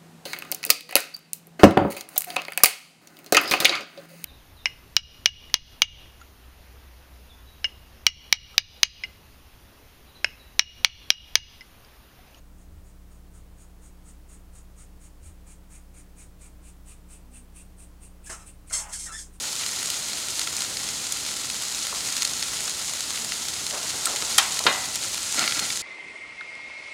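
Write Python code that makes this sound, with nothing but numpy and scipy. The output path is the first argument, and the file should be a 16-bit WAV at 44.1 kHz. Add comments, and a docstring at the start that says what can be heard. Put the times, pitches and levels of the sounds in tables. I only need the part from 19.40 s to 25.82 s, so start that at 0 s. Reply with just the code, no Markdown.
"""Steaks on a gas grill

Steaks sizzle in a wire basket on an open grill outdoors, over the low rush of the burners.
Juice boils into tiny bursting bubbles on the hot bars, and beads of fat spit. Something is shifted
with a soft scuff and two sharp clacks, then dripping fat flares up and crackles in the steel firebox."""
import sys
import numpy as np
from scipy import signal
from scipy.fft import rfft, irfft
from scipy.io import wavfile

SR = 44100
rng = np.random.default_rng(int(sys.argv[2]) if len(sys.argv) > 2 else 0)


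def transcribe(u):
    """Save the signal u as a 16-bit wav file named by the first command-line argument.

    u: samples, shape (n,) or (channels, n), limited to [-1, 1]; the rate is SR.
    q: integer samples, one column per channel.
    """
    v = np.clip(np.atleast_2d(u).T, -1, 1)
    q = np.round(v * 32767).astype(np.int16)
    wavfile.write(sys.argv[1], SR, q)


N = 283111
TIME = np.arange(N) / SR

# Levels in the tables are relative: the functions set the final loudness.
# tone of the gas flames: f/Hz, level/dB
BURNER_TONE = [(15, -28), (28, -18), (48, -2), (75, -1), (140, -0.5), (250, -0.5), (400, -3.5), (700, -5),
               (1400, -12), (3000, -24)]
# short pushes of something sliding nearby: t/s, level/dB
PUSHES = [(4.305, -37), (4.52, -39), (4.655, -41)]
# tone of the sliding: f/Hz, level/dB
SCUFF_TONE = [(100, -27), (280, -6.5), (650, 1.5), (1200, -3), (2000, -10), (4000, -39)]
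# hard things knocking together: t/s, level/dB, lowest f/Hz, highest f/Hz, metal ring level/dB
KNOCK_HITS = [(1.073, -37.5, 130, 1780, -18), (2.526, -32.5, 396, 1380, -25),
              (4.6552, -21.5, 7600, 9100, -21), (4.667, -28, 900, 1830, -25), (4.822, -32, 197, 1400, -25),
              (4.98, -15.5, 5740, 12200, -25), (4.983, -9.5, 685, 8300, -22),
              (5.202, -31.5, 403, 1200, -27), (5.255, -26.5, 80, 1130, -25), (5.2657, -10, 214, 4860, 0.5)]
# notes of the hollow body that each knock sets ringing: f/Hz, level/dB, t60/s (time to fade by 60 dB)
BODY_NOTES = [(335, -14.5, 0.057), (489, -15, 0.069), (762, -25.5, 0.82), (1088, -16.5, .25),
              (1275, -2.5, 0.04), (1390, -1, 0.049), (1840, -18, 0.16), (3180, -2, 0.068),
              (3720, -6, 0.083), (4570, -12.5, .08)]
# longer notes of struck metal: f/Hz, level/dB, t60/s
METAL_NOTES = [(1330, -27.5, 0.71), (1590, -16, 0.17), (1745, -17, 0.13), (1960, -22.5, 0.75),
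               (2050, -21.5, 0.65), (2410, -21, 0.27), (2880, -24, 0.46), (3690, -18, 0.27),
               (4100, -16, 0.24)]
# how long the surroundings clatter after a knock: f/Hz, t60/s
CLATTER_FADE = [(150, 0.4), (400, .3), (750, 0.79), (1500, 0.38), (3000, 0.37), (6000, 0.11),
                (14000, 0.065)]
# pitches at which the steel firebox rings: f/Hz, width/Hz, level/dB
FIREBOX_NOTES = [(830, 130, -0.5), (1332, 58, 6.5), (1396, 72, 6), (1986, 220, -0.5), (2220, 28, -14),
                 (4265, 103, 4), (5050, 180, -1), (6750, 45, -11)]
# tone of the burning fat: f/Hz, level/dB
FLARE_TONE = [(60, -14), (170, -1), (260, 6), (420, -3), (700, -2.5), (1100, -8.5), (1400, -4), (2200, 1.5),
              (3000, -3), (4400, -1), (6800, -10), (14000, -25)]
# the loudest beads of fat bursting: t/s, level/dB, centre f/Hz
BIG_SPITS = [(.2345, -28, 3600), (.263, -30, 3400), (0.5013, -22, 5900), (.9937, -21.5, 5540),
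             (1.0723, -26, 3900), (1.166, -23.5, 6200), (1.7228, -20.5, 6200), (2.0994, -25, 4800),
             (2.7662, -23, 5300), (2.8214, -19, 4680), (2.85, -19, 5330), (3.0251, -22.5, 4430),
             (3.278, -27, 4300), (3.9199, -25, 4200), (4.656, -23, 5950), (4.8221, -26, 4230),
             (5.1902, -20.5, 5200), (5.5558, -24, 5600), (5.9928, -17.5, 4730), (6.027, -24.5, 2700),
             (6.0395, -24, 3000), (6.0766, -18, 3300), (6.1223, -22, 3430), (6.1925, -21, 4400),
             (6.303, -25, 3570)]
# how hard the juice boils on the bars: t/s, level/dB
BOIL_STRENGTH = [(0.0, -30), (0.39, -29.5), (0.8, -30.5), (1.12, -30), (2.11, -31.5), (2.72, -28.5),
                 (2.93, -30), (4.27, -30.5), (5.02, -28), (5.51, -31), (6.06, -28.5), (6.42, -30)]
# tone of the sizzle: f/Hz, level/dB
SIZZLE_TONE = [(150, -23.5), (500, -17), (1000, -10.5), (1700, -10), (2600, -6.5), (4000, -2.5),
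               (5800, -3.5), (6700, 0.5), (7200, -1.3), (8000, -3.5), (10000, -7.5), (12900, -18.5),
               (14300, -17), (16000, -32)]


def from_db(db):
    """Turn decibels into a number to multiply by."""
    return 10 ** (np.asarray(db) / 20)


def rms_one(x):
    """Scale a signal so that its average strength (rms) is 1."""
    return x / np.sqrt(np.mean(x ** 2) + 1e-20)


def at_hz(points, hz):
    """Read between the rows of a table, with every octave equally wide."""
    known_hz, values = np.transpose(points)
    return np.interp(np.log(np.maximum(hz, 1)), np.log(known_hz), values)


def add(out, start_s, sound):
    """Mix a sound in at a given time."""
    start = round(start_s * SR)
    out[start:start + len(sound)] += sound[:N - start]


def drift(per_s):
    """A random wobble of strength 1 that heads for a new value per_s times a second."""
    targets = rng.standard_normal(2 ** 13)
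    return rms_one(np.interp(TIME * per_s, np.arange(len(targets)), targets))


def swell(start_s, rise_s, hold_s, t60_s):
    """A loudness curve that rises, holds and dies away."""
    age = TIME - start_s
    return np.clip(age / rise_s, 0, 1) * from_db(-60 * np.maximum(age - rise_s - hold_s, 0) / t60_s)


def band(x, low_hz, high_hz, order=2):
    """Keep what lies between two frequencies; a higher order cuts more steeply."""
    edges_hz = [low_hz, min(high_hz, .45 * SR)]
    return signal.sosfilt(signal.butter(order, edges_hz, "band", fs=SR, output="sos"), x)


def with_tone(x, tone, size=8192):
    """Filter a sound to follow a tone table; strength 1."""
    gains = from_db(at_hz(tone, np.fft.rfftfreq(size, 1 / SR)))
    cepstrum = irfft(np.log(gains))   # this route makes the filter ring after a click, never before
    response = irfft(np.exp(rfft(2 * cepstrum[:size // 2], size)))
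    return rms_one(signal.fftconvolve(x, response)[:N])


def clicks(per_s, spread_db, largest):
    """Random clicks whose sizes span up to largest times spread_db; strength 1."""
    sizes = from_db(spread_db * np.minimum(rng.exponential(1, N), largest))
    return rms_one(sizes * rng.choice([-1, 1], N) * (rng.random(N) < per_s / SR))


def puffs(per_s, spread_db, length_s):
    """Random bursts of noise that start at once and die quickly; strength 1."""
    kicks = clicks(per_s, spread_db, largest=2.84) ** 2 + 1e-18
    energy = signal.lfilter([1], [1, -np.exp(-2 / (length_s * SR))], kicks)
    return rms_one(np.sqrt(energy) * rng.standard_normal(N))


def ring(notes, t):
    """After one blow, each note of an object fades at its own speed."""
    return sum(from_db(db - 60 * t / t60) * np.sin(2 * np.pi * hz * t) * rng.choice([-1, 1])
               for hz, db, t60 in notes)


def firebox(x, ring_db):
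    """The open steel box adds its own ringing to a sound."""
    return x + sum(from_db(db + ring_db) * signal.lfilter(*signal.iirpeak(hz, hz / width, SR), x)
                   for hz, width, db in FIREBOX_NOTES)


def burners(level_db=-46.0, flutter_db=1.0):
    """The gas flames make a steady, slightly fluttering rush."""
    return from_db(level_db + flutter_db * drift(16)) * with_tone(rng.standard_normal(N), BURNER_TONE)


def scuff(uneven_db=2.5):
    """Many little slips blur into a dull rubbing that swells with each push."""
    slips = clicks(per_s=3000, spread_db=3.5, largest=3.5)
    pushes = sum(from_db(db) * swell(s, rise_s=0.035, hold_s=0.015, t60_s=0.62) for s, db in PUSHES)
    return pushes * from_db(uneven_db * drift(50)) * with_tone(slips, SCUFF_TONE)


def knocks(gain_db=-18.0, crack_db=-2.5, crack_s=0.0067, body_db=-2.0, clatter_db=-16.0, spill_db=-19.0):
    """Hard things meet with a crack, then ring and clatter; soft contacts have less treble."""
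    out, t = np.zeros(N), TIME[:SR * 3 // 4]
    edges_hz = 100 * 2 ** np.arange(0, 7.6, .5)   # half an octave apart
    for s, db, low_hz, high_hz, metal_db in KNOCK_HITS:
        crack = 3 * band(rng.standard_normal(len(t)), 150, 14000, order=1) * np.exp(-t / crack_s)
        clatter = np.zeros(len(t))
        for low, high in zip(edges_hz, edges_hz[1:]):
            fade = from_db(-60 * t / at_hz(CLATTER_FADE, low))
            clatter += 3 * band(rng.standard_normal(len(t)), low, high) * fade
        hit = from_db(crack_db) * crack + from_db(clatter_db) * clatter
        hit += from_db(body_db) * ring(BODY_NOTES, t) + from_db(metal_db) * ring(METAL_NOTES, t)
        core = band(hit, low_hz, high_hz, order=5)
        spill = from_db(spill_db) * band(hit, low_hz / 4, high_hz * 2)   # a little extra bass and treble
        add(out, s, from_db(db + gain_db) * rms_one(core + spill))
    return out


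def flare_up(start_s=5.925, rise_s=0.057, flash_db=-32, burn_db=-35.5, flicker_db=2.8,
             crackle_db=-4.0, roar_db=-4.0, hiss_db=-6.0, hiss_lead_s=0.04):
    """Fat turns to vapour with a hiss, then catches fire in the box, which rings with its crackling."""
    crackle = from_db(crackle_db) * clicks(per_s=1800, spread_db=3.0, largest=2.0)
    roar = from_db(roar_db) * rng.standard_normal(N)
    fire = rms_one(firebox(with_tone(crackle + roar, FLARE_TONE), ring_db=6.0))
    flash = from_db(flash_db) * swell(start_s, rise_s, hold_s=0.077, t60_s=0.12)
    burn = from_db(burn_db) * swell(start_s, rise_s, hold_s=0.27, t60_s=0.26)
    blaze = flash + burn   # the vapour flashes; a lower flame lasts until the fat is used up
    flames = blaze * from_db(flicker_db * drift(70)) * fire
    early_blaze = np.interp(TIME + hiss_lead_s, TIME, blaze)
    hiss = early_blaze * rms_one(band(rng.standard_normal(N), 5400, 8400))
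    return flames + from_db(hiss_db) * hiss


def small_spits(per_s=5.5, typical_db=-30.5, spread_db=2.4, typical_hz=4570, spread_octaves=0.27):
    """Small beads burst at random, louder when the juice boils harder; rows as in BIG_SPITS."""
    count = 128
    times = (np.arange(count) + rng.random(count)) / per_s   # one in each short stretch of time
    size, pitch = rng.standard_normal((count, 2)).T
    boil_s, boil_db = np.transpose(BOIL_STRENGTH)
    db = typical_db + spread_db * size + np.interp(times, boil_s, boil_db - boil_db.mean())
    hz = typical_hz * 2 ** (spread_octaves * pitch)
    return [row for row in zip(times, db, hz) if row[0] < TIME[-1]]


def spits(gain_db=-7.5, length_s=0.0035, width_ratio=1.62, thud_db=-7.5, ragged_db=2.5, top_hz=12000):
    """A bead of fat tears open in a short, ragged burst; lower-pitched spits have a fuller thud."""
    out, t = np.zeros(N), TIME[:SR // 40]
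    scatter = 0.074 * np.exp(-t / 0.0039)   # sound bouncing off the steel walls
    fade = np.exp(-(t / length_s) ** 2) + scatter
    for s, db, hz in list(BIG_SPITS) + small_spits():
        noise = rng.standard_normal((2, len(t)))
        tear, thud = noise * from_db(ragged_db * rng.standard_normal(len(t))) * fade
        tear = band(tear, hz / width_ratio, min(hz * width_ratio, top_hz))
        thud = from_db(thud_db) * (4500 / hz) ** 2 * band(thud, 1210, 3800)
        add(out, s, from_db(db + gain_db) * rms_one(tear + thud))
    return firebox(out, ring_db=-5.0)


def sizzle(fizz_db=-2.5, steam_db=-2.0, sputter_db=-8.0, crackle_db=-8.0, tick_db=-13.0, uneven_db=1.48):
    """Countless tiny bubbles burst, steam hisses out, larger bubbles puff and droplets tick."""
    fizz = clicks(per_s=7000, spread_db=4.0, largest=4.1)
    ticks = clicks(per_s=90, spread_db=-0.5, largest=2.3)
    crackle = puffs(per_s=60, spread_db=7.0, length_s=0.0017)
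    steam = rng.standard_normal(N)
    bubble_bands_hz = [(700, 3650), (1800, 6200), (3500, 8800), (6000, 11400)]   # large to small bubbles
    sputter = rms_one(sum(band(puffs(per_s=150, spread_db=4.0, length_s=0.0016), low, high)
                          for low, high in bubble_bands_hz))
    juice_flow = from_db(uneven_db * drift(60))   # juice arrives unevenly
    boil = juice_flow * (from_db(fizz_db) * fizz + from_db(sputter_db) * sputter)
    boil += from_db(steam_db) * steam + from_db(crackle_db) * crackle + from_db(tick_db) * ticks
    loudness = from_db(np.interp(TIME, *np.transpose(BOIL_STRENGTH)))
    return loudness * firebox(with_tone(boil, SIZZLE_TONE), ring_db=-10.0)


def scene():
    """Add up all the sounds, the same on the left and the right."""
    mono = sizzle() + flare_up() + burners() + scuff() + knocks() + spits()
    return np.stack([mono, mono])


def record(dry, cutoff_hz=16000):
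    """Round off the tallest peaks and cut the very highest treble."""
    return signal.sosfilt(signal.ellip(10, .1, 80, cutoff_hz, fs=SR, output="sos"), np.tanh(dry))


dry = scene()
out = record(dry)
transcribe(out)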